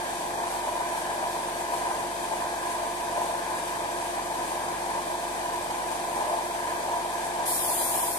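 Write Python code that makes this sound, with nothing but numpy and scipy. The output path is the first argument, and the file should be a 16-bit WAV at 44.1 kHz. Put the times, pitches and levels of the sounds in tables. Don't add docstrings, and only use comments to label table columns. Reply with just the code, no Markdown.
import sys
import numpy as np
from scipy import signal
from scipy.fft import rfft, irfft, next_fast_len
from scipy.io import wavfile
from scipy.ndimage import uniform_filter1d, map_coordinates

SR = 44100
rng = np.random.default_rng(int(sys.argv[2]) if len(sys.argv) > 2 else 0)


def rack_gain(trim_db):
    fader = np.asarray(trim_db, float)
    return 10 ** (fader / 20)


def inscribe(sig):
    pcm = np.round(np.clip(np.atleast_2d(sig).T, -1, 1) * 32767)
    wavfile.write(sys.argv[1], SR, pcm.astype(np.int16))


N = 360738
TIME = np.arange(N) / SR
BELT_LAPS = 0.096


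# t/s, speed/turns per s
CRANK_SPEED = [
    (0, 23.725),
    (8.18, 23.645),
]


def compressor():
    turns = np.cumsum(curves(CRANK_SPEED)[0]) / SR
    lap = 2 * np.pi * BELT_LAPS * turns
    puff = np.cos(2 * np.pi * turns - 1.3) + 0.7 * np.cos(4 * np.pi * turns - 2.9)
    spit_db = leak_spits()
    hum = rack_gain(0.66) * (crank_hum(turns) + second_shaft(turns))
    air = valve_whine() + valve_air(spit_db, lap, puff) + thin_leak(spit_db, lap, puff)
    return hum + intake_roar(turns, lap) + air


# order, left level/dB, right level/dB
STRONG_ORDERS = [(2, -56, -57), (4, -63, -63), (7, -61, -62), (8, -60, -57), (9, -59, -65), (10, -64, -61),
                 (11, -60, -59), (14, -51, -55), (15, -47, -49), (18, -64, -56), (19, -56, -53),
                 (21, -55, -71), (22, -55, -53), (23, -65, -58), (24, -56, -53), (25, -55, -68),
                 (26, -55, -66), (28, -51, -49), (29, -42, -41), (30, -56, -49), (31, -50, -50),
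                 (38, -61, -47), (41, -60, -56), (43, -52, -56), (44, -52, -68)]
# order, level/dB
FAINT_ORDERS = [(1, -73), (5, -67), (20, -68), (27, -60), (35, -54), (45, -59), (47, -69), (50, -64)]


def crank_hum(turns):
    order, db = np.transpose(FAINT_ORDERS)
    rest = np.setdiff1d(np.arange(1, 51), [row[0] for row in STRONG_ORDERS])
    scatter_db = 1.5 * rng.standard_normal((len(rest), 2))
    level = np.interp(rest, order, db)[:, None] + scatter_db
    orders = STRONG_ORDERS + np.c_[rest, level].tolist()
    return lines(orders, turns, flutter_db=0.6, slip=0.004, spread=1.3)


# order, left level/dB, right level/dB
SHAFT_ORDERS = [(9.192, -82, -72), (10.256, -66, -63), (10.808, -65, -66), (11.288, -63, -68),
                (11.712, -67, -69), (12.288, -65, -67), (12.712, -59, -60), (13.258, -62, -60),
                (13.71, -69, -68), (14.712, -53, -50), (15.712, -62, -61), (17.712, -64, -62),
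                (22.52, -54, -58), (27.52, -50, -69)]


def second_shaft(turns):
    return lines(SHAFT_ORDERS, turns, flutter_db=0.6, slip=0.017, spread=4.11)


def lines(table, turns, flutter_db, slip, spread):
    out = np.zeros((2, N))
    for order, *db in table:
        start = spread * rng.standard_normal()
        apart = 0.016 * order * rng.standard_normal()
        phase = 2 * np.pi * order * turns + start + slip * order * wobble(6)
        level = rack_gain(np.c_[db] + flutter_db * wobble(2.7))
        out += level * np.sqrt(2) * np.sin(phase + np.c_[[apart / 2, -apart / 2]])
    return out


# t/s, rise level/dB
ROAR_SURGES = [(0.11, 5), (1.45, 5.5), (1.74, 6.5), (2.33, 6.5), (3.19, 4.5), (3.5, 4.5), (4.53, 3.5),
               (5.92, 2.9), (6.33, 4.5), (6.76, 3.5), (6.88, 4), (7.15, 5.5)]
# f/Hz, level/dB per Hz
ROAR_COLOUR = [(20, -34), (45, -22), (80, -20.5), (120, -18), (240, -18), (330, -12), (430, -13.5),
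               (560, -10.5), (750, -4.5), (1000, -1.5), (1150, -9), (1350, -15), (1900, -14), (2600, -25.5),
               (4000, -120)]
# f/Hz, width/Hz, left level/dB, right level/dB
ROOM_MODES = [(405, 20, -16, -15), (485, 14, -11, -10), (552, 12, -9, -11), (580, 9, -8, -12),
              (607, 9, -1, -9), (627, 9, -1, -6), (650, 9, -5, -10), (692, 10, -1, -2), (740, 9, -3, -5),
              (775, 16, -9, -7), (814, 9, -2, -6), (836, 9, -2, 0), (864, 9, 1, -6), (886, 9, 2, -5),
              (907, 9, -7, 1), (930, 8, -5, -1), (962, 7, 5, -2), (973, 7, 2, 5), (1004, 9, -10, -2),
              (1022, 9, -1, -3), (1046, 9, -9, -2), (1180, 9, -12, -16), (1208, 9, -18, -13)]


def intake_roar(turns, lap):
    stroke_db = 0.89 * np.cos(2 * np.pi * turns) + 3.1 * np.cos(4 * np.pi * turns + 0.84)
    stroke = rack_gain(stroke_db + 1.3 * wobble(20))
    source = rng.standard_normal((2, N + SR)) * np.pad(stroke, (SR, 0), "reflect")
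    apart = np.exp(0.35j * rng.standard_normal((len(ROOM_MODES), 2, 1)))

    def modes(hz):
        total = 0
        for k, (centre, width, *db) in enumerate(ROOM_MODES):
            damping = 1j * hz * width
            resonance = damping / (centre * centre - hz * hz + damping)
            total = total + (-1) ** k * apart[k] * rack_gain(np.c_[db]) * resonance
        return total

    level_db = -35 + swells(ROAR_SURGES, 0.026) + 0.2 * np.cos(lap - 1.6) + 1.4 * wobble(5)
    standing = rack_gain(level_db) * unit(filtered(source[0], modes)[:, SR:])
    diffuse = rack_gain(-35.5) * coloured(shop(source[1]), ROAR_COLOUR)
    throb = rack_gain(1.1 * np.cos(2 * np.pi * (turns - 0.3)))
    return throb * (diffuse + standing)


# f/Hz, level/dB per Hz
WHINE_COLOUR = [(900, -120), (1420, -18), (1520, -7), (1550, -3), (1635, 0), (1750, -4), (1830, -15),
                (2600, -120)]
# t/s, rise level/dB
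SINGING = [
    (.05, 1),
    (1.03, 4),
    (1.9, 0.5),
    (2.62, 3.5),
    (3.5, 4),
    (4.55, 2),
    (6.7, 4),
    (7.2, 3.5),
]


def valve_whine():
    sag_db = 0.13 * (TIME - 4)
    level_db = -46 - sag_db + swells(SINGING, 0.14) + 0.56 * wobble(5.9)
    return hiss(WHINE_COLOUR, level_db, point=0.32)


# f/Hz, level/dB per Hz
AIR_COLOUR = [(1100, -25), (1900, -2.5), (2330, 0), (2520, 2), (2680, -4.5), (2880, -2.5), (3130, -1),
              (4870, -4.5), (5460, -8), (6500, -6), (8450, -21), (14300, -120)]


def valve_air(spit_db, lap, puff):
    level_db = -42.5 + 0.29 * spit_db + 0.1 * np.cos(lap - 0.9) + 0.15 * puff
    return hiss(AIR_COLOUR, level_db, point=0.42)


# f/Hz, level/dB per Hz
LEAK_COLOUR = [(3200, -17), (5500, -6), (7160, -3.5), (7790, 1.5), (8570, 0), (9400, 2.5), (11500, -7),
               (12600, -5), (13500, -9.5), (14300, -13), (16000, -23.5)]


def thin_leak(spit_db, lap, puff):
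    level_db = -42.5 + spit_db + 0.29 * np.cos(lap - 1.4) + 0.45 * puff + 0.38 * wobble(22)
    return hiss(LEAK_COLOUR, level_db, point=0.22)


# t/s, rise level/dB
SPITS = [(0.19, 2), (0.52, 2.6), (0.98, 2.5), (1.32, 2.1), (1.59, 1.5), (1.76, 2.8), (1.97, 1.6), (2.25, 1),
         (2.51, 0), (2.71, 2.7), (3.26, 1.5), (3.58, 1.5), (3.7, 2), (4.04, 1), (4.49, 1.3), (5.95, 3),
         (6.17, 1.9), (7.25, 2.2)]


def leak_spits():
    return swells(SPITS, 0.041)


# f/Hz, level/dB per Hz
JET_COLOUR = [(1800, -40), (3000, -7.5), (4700, -5), (6400, -5), (8000, -2), (9400, 5), (11500, -0.5),
              (13700, -1.5), (14300, -5), (16000, -16)]
# t/s, jet level/dB, left-right level/dB
TRIGGER_PULL = [
    (7.44, -40, 5.5),
    (7.476, -30.5, -5),
    (8.0, -32, -2),
    (8.18, -35.5, -5),
]


def spray():
    jet_db, pan_db = curves(TRIGGER_PULL)
    opening = np.clip((TIME - 7.448) / 0.012, 0, 1) ** 2
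    jet = coloured(rng.standard_normal((2, N)), JET_COLOUR)
    balance_db = 0.27 * np.array([pan_db, -pan_db])
    return opening * rack_gain(jet_db + 3.0 + 0.43 * wobble(25) + balance_db) * jet


# t/s, peak level/dB
FITTING_TICKS = [
    (3.68, -30),
]


def ticks():
    out = np.zeros(N + SR)
    t = np.arange(SR // 10) / SR
    for s, db in FITTING_TICKS:
        decay = rack_gain(db - 60 * t / 0.033)
        rough = 1 + 0.6 * rng.standard_normal(len(t))
        out[round(s * SR):][:len(t)] += decay * np.sin(2 * np.pi * 7700 * t) * rough
    return out[:N]


# f/Hz, time to fall 60 dB/s
RING_TIME = [(100, 0.43), (1000, 0.63), (4000, 0.39), (12000, 0.11)]
# f/Hz, likeness (-1 to 1)
LIKENESS = [(60, 0.97), (130, 0.79), (290, 1), (630, 0.23), (1390, 0.85), (3060, -0.12), (6710, 0.32),
            (14700, -0.28)]


def shop(x):
    hz, t, z = signal.stft(rng.standard_normal((2, SR)), SR, nperseg=256)
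    fade = rack_gain(-60 * t / along(RING_TIME, hz)[:, None])
    tails = signal.istft(z * fade, SR, nperseg=256)[1]

    def mix(f):
        angle = np.arccos(np.clip(along(LIKENESS, f), -1, 1)) / 2
        return np.array([np.cos(angle), np.sin(angle)])

    mid, side = filtered(tails, mix)
    return signal.fftconvolve(x[None], np.array([mid + side, mid - side]), axes=1)[:, SR:SR + N]


def hiss(spectrum, level_db, point):
    spot = unit(shop(rng.standard_normal(N + SR)))
    around = rng.standard_normal((2, N))
    noise = np.sqrt(point) * spot + np.sqrt(1 - point) * around
    return rack_gain(level_db) * coloured(noise, spectrum)


def swells(rows, width_s):
    return sum(db * np.exp(-((TIME - s) / width_s) ** 2) for s, db in rows)


def wobble(rate):
    return map_coordinates(rng.standard_normal(int(N * rate / SR) + 4), [TIME * rate])


def curves(rows):
    s, *cols = np.transpose(rows)
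    return [np.interp(TIME, s, c) for c in cols]


def along(points, hz):
    f, v = np.transpose(points)
    return np.interp(np.log(hz + 1), np.log(f + 1), v)


def unit(x):
    return x / np.sqrt(np.mean(x ** 2) + 1e-20)


def filtered(x, response):
    m = next_fast_len(x.shape[-1] + SR)
    return irfft(rfft(x, m) * response(np.fft.rfftfreq(m, 1 / SR)), m)[..., :x.shape[-1]]


def coloured(x, spectrum):
    return unit(filtered(x, lambda hz: rack_gain(along(spectrum, hz))))


def scene():
    return compressor() + spray() + ticks()


# f/Hz, share lost when calm, share lost under the jet
DROPOUTS = [(2400, 0, 0), (2700, .12, .4), (2880, .42, .7), (3050, .015, .38), (4000, .02, .48),
            (5050, .02, .42), (5400, .12, .45), (5800, .02, .45), (6500, .01, .25), (7100, .06, .05),
            (7400, 0, 0), (12300, .03, 0), (13400, .45, 0), (14300, .45, 0)]


def starved(x):
    early = 744
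    hz, t, z = signal.stft(np.pad(x, ((0, 0), (early, 0))), SR, "cosine", nperseg=2048)
    f, calm, busy = np.transpose(DROPOUTS)
    calm_share = np.interp(hz, f, calm)[:, None]
    busy_share = np.interp(hz, f, busy)[:, None]
    share = np.where(t > 7.49, busy_share, calm_share)
    band = np.arange(len(hz)) // 10
    field = uniform_filter1d(rng.standard_normal((len(hz) // 10 + 1, len(t))), 3, axis=1)
    rank = field.ravel().argsort().argsort().reshape(field.shape) / field.size
    kept = z * (rank[band] > share)
    return signal.istft(kept, SR, "cosine", nperseg=2048)[1][:, early:early + N]


def band_limit(x):
    return signal.sosfilt(signal.butter(12, 15340, fs=SR, output="sos"), x)


# f/Hz, left-right level/dB
PORT_LEAN = [(60, 0), (1500, -0.5), (2350, 2.5), (4340, 1.5), (8000, 3), (14000, 6)]


def record(dry):
    top_hz, lead_s = 14290, 0.0002

    def ports(hz):
        tilt = rack_gain(np.outer([0.5, -0.5], along(PORT_LEAN, hz)))
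        lead = np.exp(np.outer([1j, -1j], np.pi * hz * lead_s))
        return tilt * lead * (hz < top_hz)

    mix = starved(filtered(dry, ports))
    return band_limit(mix)


dry = scene()
out = record(dry)
inscribe(out)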